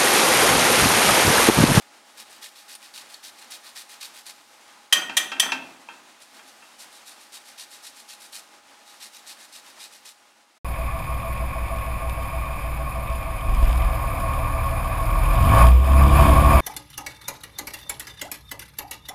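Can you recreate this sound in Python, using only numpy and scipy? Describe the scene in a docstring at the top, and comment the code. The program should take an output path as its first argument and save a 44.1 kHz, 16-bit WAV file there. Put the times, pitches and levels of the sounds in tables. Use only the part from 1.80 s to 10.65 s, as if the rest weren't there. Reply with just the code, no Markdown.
"""Quick, crisp rasps come in bursts: a lemon is zested over a steel pan, firm pushes and lighter returns,
about four pairs a second, each stroke a dense shower of random cuts ringing in the resonances of the blade.
Between bursts the grater is rapped three times on the rim: buzzing noise and ringing modes of the pan, which
rocks on its grate with dull knocks and a late boom of the stove top. Then the zesting resumes.
Beneath lie the filtered noise of the stove hiss, faint pops and wavering fan tones in a small kitchen."""
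import sys
import numpy as np
from scipy import signal
from scipy.fft import rfft, irfft
from scipy.io import wavfile
from scipy.ndimage import uniform_filter1d

SR = 44100
rng = np.random.default_rng(int(sys.argv[2]) if len(sys.argv) > 2 else 0)


def to_wav(s):
    """Save 16-bit WAV."""
    ch = np.atleast_2d(s).T  # columns
    pcm = np.round(np.clip(ch, -1, 1) * 32767)  # PCM
    wavfile.write(sys.argv[1], SR, pcm.astype(np.int16))


N = 390108
T = np.arange(N) / SR
RING_TIME = T[:SR]  # one second for each blow to die away

# rasp of the teeth in the peel, spectral outline: (frequency [Hz], level [dB])
RASP_OUTLINE = [(60, -56.5), (250, -29), (600, -15.5), (1200, -7.5), (2000, -3.5), (2900, -3), (3500, -1),
                (5000, -1.5), (6800, -5), (9500, -4.5), (11500, -9), (14000, -12), (15800, -21.5)]
# spells with the lemon on the blade: (start [s], end [s], bite of the low mids [dB],
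# sheen of the treble [dB], low-pass corner of the spell [Hz], share of the cycle at which the hand turns back [0-1])
ZEST_SPELLS = [(.25, 2.8, -0.5, 0, 20000, .52), (4.4, 6.66, -3, 3, 15000, .49),
               (7.05, 8.35, -3.5, 0.6, 15500, .47)]
# grater on the pan rim: (time [s], level [dB], buzzing contact [s], ring of the low modes [dB],
# ring of the high modes [dB], chatter of the pan [dB])
RIM_RAPS = [(3.125, -10.5, 0.00906, 1, 2.5, -25), (3.368, -13, 0.012, -1.5, 0.5, -31.5),
            (3.597, -10, 0.0057, -7, -2.5, -22)]


def undb(db):
    """Decibels to gain."""
    return 10 ** (np.asarray(db) / 20)


def unit(x):
    """Scale to rms 1."""
    return x / np.sqrt(np.mean(x ** 2))


def decay(t, t60):
    """Exponential decay, falling by 60 dB in t60 seconds."""
    return np.exp(-np.log(1000) * t / max(t60, 1e-4))


def add(out, s, sound):
    """Mix a sound in at time s, in seconds."""
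    i = max(int(s * SR), 0)
    out[i:i + len(sound)] += sound[:len(out) - i]


def colour(x, points, peaks=()):
    """Filter by a (Hz, dB) outline with (Hz, width Hz, dB) resonances standing on it; rms 1."""
    f = np.fft.rfftfreq(len(x), 1 / SR) + 0.0011  # keeps the logarithm finite at 0 Hz
    hz, db = np.transpose(points)
    gain = undb(np.interp(np.log(f), np.log(hz), db))
    body = 1 + sum(undb(d) / (1 + 2j * (f - centre) / width) for centre, width, d in peaks)
    return unit(irfft(rfft(x) * gain * body, len(x)))


def noise(points, count=SR, peaks=()):
    """Coloured noise, rms 1."""
    return colour(rng.standard_normal(count), points, peaks)


def band(x, hz, kind):
    """Gentle low-pass or high-pass without delay."""
    sos = signal.butter(2, min(hz, SR / 2 - 1), kind, fs=SR, output="sos")
    return signal.sosfiltfilt(sos, x, padtype=None)


def walk(rate):
    """Smooth random wander of rms 1, through about rate random values a second."""
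    k = max(int(SR / rate), 1)
    steps = np.repeat(rng.standard_normal(N // k + 1), k)
    return unit(uniform_filter1d(steps, k)[:N])


def ring(modes, scatter_db, flutter, flutter_hz):
    """Decaying modes, weighted anew at each blow; loose contact makes each flutter in level and phase."""
    t, out = RING_TIME[:SR * 3 // 5], np.zeros(SR)
    for hz, db, t60 in modes:
        # random pushes on the sine and cosine parts of the mode
        pushes = flutter * rng.standard_normal((2, 128))
        a, b = (np.interp(2 * flutter_hz * t, np.arange(len(p)), p) for p in pushes)
        phase = 2 * np.pi * (hz * t + rng.random())
        swing = ((1 + a) * np.sin(phase) + b * np.cos(phase)) / np.hypot(1, flutter)
        level = undb(db + scatter_db * rng.standard_normal())
        add(out, 0, level * decay(t, t60) * swing)
    return out


def strokes():
    """Pushes and lighter returns; a spell ends on a push.

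    Gives (start s, length s, level dB, bite dB, sheen dB, low-pass corner Hz).
    """
    # firm pushes of the lemon along the blade: (start [s], length [s], relative level [dB])
    firm_pushes = [(0.367, .078, -39.5), (.612, .092, -37), (.877, .098, -38), (1.131, .107, -37),
                   (1.426, .086, -35.5), (1.701, .086, -34), (1.95, 0.094, -35), (2.202, 0.096, -34.5),
                   (2.453, 0.079, -36), (4.405, 0.053, -47.5), (4.66, .06, -51), (4.982, 0.085, -41.5),
                   (5.25, .105, -43), (5.519, 0.078, -39), (5.775, 0.085, -35.5), (6.023, .093, -38),
                   (6.277, 0.087, -38), (6.519, .096, -36), (7.054, 0.12, -47), (7.197, 0.1, -36.5),
                   (7.459, .097, -37), (7.718, 0.095, -38.5), (7.984, .11, -37), (8.244, .09, -37)]
    # the way back is lighter than the push before it, with more low mids and treble
    return_s, return_db, return_bite_db, return_sheen_db = .1, -7.5, 4.5, 1.5
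    for first, last, bite_db, sheen_db, corner_hz, turn in ZEST_SPELLS:
        pushes = [(s, length, db) for s, length, db in firm_pushes if first < s + length / 2 < last]
        for s, length, db in pushes:
            yield s, length, db, bite_db, sheen_db, corner_hz
        for (s, _, db), (next_s, *_) in zip(pushes, pushes[1:]):
            start = s + turn * (next_s - s)
            bite, sheen = bite_db + return_bite_db, sheen_db + return_sheen_db
            yield start, return_s, db + return_db, bite, sheen, corner_hz


def zesting(cuts_per_s=14000, size_spread_db=2.5, judder_db=1.93, level_db=-2.0,
            blade_shift=0.0236, grip=0.54, skew=0.71, colour_scatter_db=.8):
    """Tiny teeth tear the peel: the faster the lemon slides, the denser the cuts."""
    # nominal resonances of the blade, damped by the fruit: (frequency [Hz], width [Hz], level [dB])
    blade_modes = [(1850, 150, -14), (2520, 163, -11), (3880, 142, -4), (4130, 120, -4.5), (4550, 130, -9),
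                   (5520, 200, -12.5), (7600, 250, -14), (8950, 400, -13)]
    out, count = np.zeros(N), SR // 5
    for start, length, db, bite_db, sheen_db, corner_hz in strokes():
        # the hand speeds up quickly and slows down more gently
        progress = np.minimum(T[:count] / length, 1)
        speed = np.abs(np.sin(np.pi * progress ** skew))
        cuts = (rng.random(count) < speed * cuts_per_s / SR) * rng.choice([-1, 1], count)
        cuts = cuts * undb(size_spread_db * rng.standard_normal(count))
        # the fruit loads the blade differently on each pass
        blade = [(hz * (1 + blade_shift * rng.standard_normal()), width, d) for hz, width, d in blade_modes]
        rasp = colour(cuts, RASP_OUTLINE, blade) * np.sqrt(np.mean(speed))
        # deep cuts add low mids, shallow ones a sheen in the treble; no two passes are quite alike
        bite, sheen = band(rasp, 2400, "low"), band(rasp, 6200, "high")
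        scatter = colour_scatter_db * rng.standard_normal(2)
        bite_gain, sheen_gain = undb(np.array([bite_db, sheen_db]) + scatter)
        rasp = rasp + (bite_gain - 1) * bite + (sheen_gain - 1) * sheen
        rasp = band(rasp, corner_hz, "low")
        add(out, start, undb(db) * rasp * speed ** grip)
    # the dimpled peel grips and slips
    return out * undb(level_db + judder_db * walk(300))


def snag_ping(db, hz, ping_db=13, ping_width_hz=600, t60=0.041):
    """A tooth springs free: a short burst of rasp noise with one strong resonance."""
    count = SR // 8
    burst = noise(RASP_OUTLINE, count=count, peaks=[(hz, ping_width_hz, ping_db)])
    return undb(db) * burst * decay(T[:count], t60)


def snags(small_db=-45, small_share=.3, low_hz=3500, high_hz=10000):
    """Single teeth flick free of the peel, without bass; small snags come by chance early in a stroke."""
    # a tooth snags hard and lets go: (time [s], level [dB], ping [Hz])
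    hard_snags = [(.022, -41, 2150), (.952, -32, 9350), (1.139, -37, 4260), (1.342, -33.5, 4230),
                  (1.708, -36.5, 10300), (2.211, -34, 6230), (2.466, -34, 9000), (5.781, -39, 3900),
                  (6.531, -35.5, 3970)]
    out = np.zeros(N)
    for s, db, hz in hard_snags:
        add(out, s, snag_ping(db, hz))
    for start, length, *_ in strokes():
        caught, place, pitch = rng.random() < small_share, rng.random(), rng.random()
        hz = low_hz * (high_hz / low_hz) ** pitch
        add(out, start + place * length / 2, caught * snag_ping(small_db, hz))
    return band(out, 400, "high")


def rubbing(level_db=-58, unsteady_db=0.5):
    """Between strokes the lemon stays on the blade and rustles as it is turned: soft, unsteady rasp noise."""
    touch = sum((T > start) & (T < end) for start, end, *_ in ZEST_SPELLS)
    touch = uniform_filter1d(touch.astype(float), SR // 20)
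    return noise(RASP_OUTLINE, count=N) * touch * undb(level_db + unsteady_db * walk(13))


def raps(release_t60=0.037, clash_db=0.5, ring_db=-1, rise_s=0.0021):
    """The grater buzzes against the rim for an instant, then the pan rings on, its close modes beating."""
    # clash of the contact, spectral outline: (frequency [Hz], level [dB])
    clash_outline = [(88, -77), (150, -49), (1180, -16), (1500, -21.5), (1850, -10), (2120, -18),
                     (2840, -10), (3200, -2), (4370, -15.5), (6080, -13), (6570, -13), (9160, -13),
                     (13000, -20.5), (15800, -32)]
    # modes of the steel pan: (frequency [Hz], relative level [dB], t60 [s])
    pan_modes = [(588, -24.5, 0.35), (762, -28, .35), (1102, -19, 0.25), (1250, -18, 0.2),
                 (1465.5, -20.5, 0.61), (1869, -8, 0.35), (1893, -11, .35), (2367, -20, 0.35),
                 (2387, -18.5, 0.35), (2550, -19.5, 0.2), (2950, -19, .22), (3136, -1, 0.12),
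                 (3227, -7.5, .27), (3280, -16, .16), (3470, -17, 0.16), (3645, -19, .2), (3980, -21, 0.14),
                 (4086, -23, .2), (4697, -19.5, .24), (5900, -10, .15), (5966, -17.5, 0.18),
                 (6160, -11, 0.229), (7210, -19.5, 0.24), (7970, -19.5, 0.32), (8950, -24, .22),
                 (9900, -26, .13), (11194, -26.5, .25), (11999, -26, .2), (12510, -26, .18)]
    out, t = np.zeros(N), RING_TIME
    for s, db, contact, low_db, high_db, _ in RIM_RAPS:
        clash = noise(clash_outline) * decay(np.maximum(t - contact, 0), release_t60)
        modes = [(hz, d + (low_db if hz < 2200 else high_db), t60) for hz, d, t60 in pan_modes]
        ringing = ring(modes, scatter_db=1.0, flutter=0.69, flutter_hz=71.4)
        blow = undb(clash_db) * clash + undb(ring_db) * ringing
        add(out, s, undb(db) * blow * np.minimum(t / rise_s, 1) ** .5)
    # thin steel radiates little bass
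    return band(out, 200, "high")


def pan_blows(count=3, bounce_s=.031, fall_db=-2.5, soften_db=-7.5, bounce_ring_db=-11.5,
              hardness_slope=0.9, neutral_drop_db=-29.5):
    """Choked bounces after each rap, each weaker and softer, and free drops, harder when heavier.

    Gives (time s, level dB, ring of the grate dB, hardness of the treble dB).
    """
    # the tipped pan drops back on the grate: (time [s], level [dB])
    pan_drops = [(3.295, -30.5), (3.517, -27.5), (3.566, -36), (3.719, -23.5), (4.087, -37), (4.592, -45),
                 (4.822, -48)]
    for s, *_, chatter_db in RIM_RAPS:
        for k in range(count):
            yield s + (k + 1) * bounce_s, chatter_db + k * fall_db, bounce_ring_db, k * soften_db
    for s, db in pan_drops:
        # dB of treble per dB of level above the neutral drop
        yield s, db, 0, hardness_slope * (db - neutral_drop_db)


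def clunks(knock_t60=0.13, knock_db=-2, ring_db=-1, rise_s=0.0016, impact_db=3, impact_t60=0.057):
    """The pan knocks on the iron grate, which rings briefly; the first instant of contact stands out."""
    # dull knock of steel on iron, spectral outline: (frequency [Hz], level [dB])
    knock_outline = [(100, -31.5), (250, -13), (500, -7), (900, -2.5), (1600, 2), (2700, -5.5),
                     (4000, -7.5), (7000, -16), (15000, -40.5)]
    # modes of the grate under the pan: (frequency [Hz], relative level [dB], t60 [s])
    grate_modes = [(266, -21, 0.89), (794, -11, 0.27), (918, -3, 0.15), (1134, -14, 0.12),
                   (1332, -11, 0.26), (1564, -8, 0.324), (1830, -12.5, .15), (2120, -12.5, 0.19),
                   (2437, -3.5, .12), (2619, 0.5, 0.093), (2680, 1, 0.1), (2830, -14, .15),
                   (3210, -5, 0.17)]
    out, t = np.zeros(N), RING_TIME
    impact = 1 + (undb(impact_db) - 1) * decay(t, impact_t60)
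    for s, db, grate_db, hard_db in pan_blows():
        knock = noise(knock_outline) * decay(t, knock_t60)
        knock = knock + (undb(hard_db) - 1) * band(knock, 2400, "high")
        ringing = ring(grate_modes, scatter_db=1.0, flutter=.6, flutter_hz=55.6)
        blow = undb(knock_db) * knock + undb(ring_db + grate_db) * ringing
        add(out, s, undb(db) * blow * impact * np.minimum(t / rise_s, 1))
    return out


def boom(rap_db=-27, clunk_db=-12, swell_s=0.048, t60=0.72, rattle_db=1.0):
    """Every blow feeds the sheet-metal stove top, whose lows build late, rattle unevenly and linger."""
    # boom shaken through the grate, spectral outline: (frequency [Hz], level [dB])
    boom_outline = [(30, -33), (80, -26), (130, -8.5), (190, -2.5), (255, 1), (340, 0.5), (450, -5.5),
                    (700, -0.5), (1200, -5), (2500, -31)]
    # panel resonances of the stove top: (frequency [Hz], width [Hz], level [dB])
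    panel_modes = [(225, 14, -3.5), (266.8, 15, 7), (327, 18, -0.5), (662, 15, 1), (739, 24, -0.5)]
    power, t = np.zeros(N), RING_TIME
    swell = (1 - np.exp(-t / swell_s)) * decay(t, t60)
    for blows, share_db in ((RIM_RAPS, rap_db), (pan_blows(), clunk_db)):
        for s, db, *_ in blows:
            add(power, s, (undb(db + share_db) * swell) ** 2)
    rumble = noise(boom_outline, count=N, peaks=panel_modes)
    return np.sqrt(power) * rumble * undb(rattle_db * walk(90))


def stove_hiss(level_db=-50.13, flutter_db=1.52):
    """The stove hisses steadily: coloured noise with a slight flutter in level."""
    # stove and fan noise, spectral outline: (frequency [Hz], level [dB])
    hiss_outline = [(25, -37), (65, -33), (100, -21.5), (180, -16), (220, -4), (330, -4), (420, -8),
                    (600, -1.5), (850, -0.5), (1400, -2), (2500, -5), (4500, -7.5), (9500, -13),
                    (15500, -27.5)]
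    return noise(hiss_outline, count=N) * undb(level_db + flutter_db * walk(25))


def simmering(pops_per_s=40, level_db=-70):
    """Faint pops of the simmering food: sparse random clicks with a short diffuse tail."""
    pops = (rng.random(N) < pops_per_s / SR) * rng.standard_normal(N)
    simmer = kitchen(colour(pops, RASP_OUTLINE), wet_db=-2.0, t60_low=0.11, t60_high=0.03)
    return undb(level_db) * simmer


def fan_whine(waver_db=1.3, drift_hz=1.18):
    """Mains hum and fan tones: sines that waver in level and drift in pitch."""
    # tones about which level and pitch wander: (frequency [Hz], rms level [dB])
    fan_tones = [(100, -86.5), (215, -78.5), (829, -62), (985, -76.5), (1240, -67), (1427, -76.5)]
    tones = np.zeros(N)
    for hz, db in fan_tones:
        phase = 2 * np.pi * np.cumsum(hz + drift_hz * walk(11)) / SR
        tones += undb(db + waver_db * walk(6)) * np.sin(phase)
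    return np.sqrt(2) * tones  # rms to peak


def nearby(x, echo_db, count=14):
    """Early echoes off the pan, hob and wall, a few milliseconds late, ripple the spectrum."""
    response = np.zeros(SR // 50)
    lags = (rng.uniform(.001, .007, count) * SR).astype(int)
    response[lags] = undb(echo_db) * rng.choice([-1, 1], count) / np.sqrt(count)
    response[0] = 1
    return signal.fftconvolve(x, response / np.linalg.norm(response))[:N]


def kitchen(x, wet_db, t60_low, t60_high):
    """Direct sound plus a diffuse noise tail whose treble dies first."""
    t, air = RING_TIME, rng.standard_normal(SR)
    low = band(air, 3500, "low")
    tail = low * decay(t, t60_low) + (air - low) * decay(t, t60_high)
    tail = tail * np.clip(t / 0.01, 0, 1) ** 2  # builds up over 10 ms
    return x + undb(wet_db) * signal.fftconvolve(x, tail / np.sqrt(np.sum(tail ** 2)))[:N]


def scene():
    """Grater, pan and stove in one small room."""
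    peel = zesting() + snags() + rubbing()
    grating = kitchen(nearby(peel, echo_db=-10), wet_db=-13.0, t60_low=0.41, t60_high=.4)
    knocks = kitchen(raps() + clunks(), wet_db=-9.0, t60_low=0.521, t60_high=0.318)
    background = stove_hiss() + simmering() + fan_whine()
    return (grating + knocks + boom() + background)[None]


def record(dry):
    """The sound fades at the end and a steep low-pass cuts the top."""
    # closing fade: (time [s], level [dB])
    closing_fade = [(8.0, -2.5), (8.25, -4.5), (8.45, -7), (8.778, -11), (8.795, -61.5)]
    top_hz = 15800
    faded = dry * undb(np.interp(T, *np.transpose(closing_fade)))
    return signal.sosfilt(signal.ellip(10, .2, 80, top_hz, fs=SR, output="sos"), faded)


dry = scene()
out = record(dry)
to_wav(out)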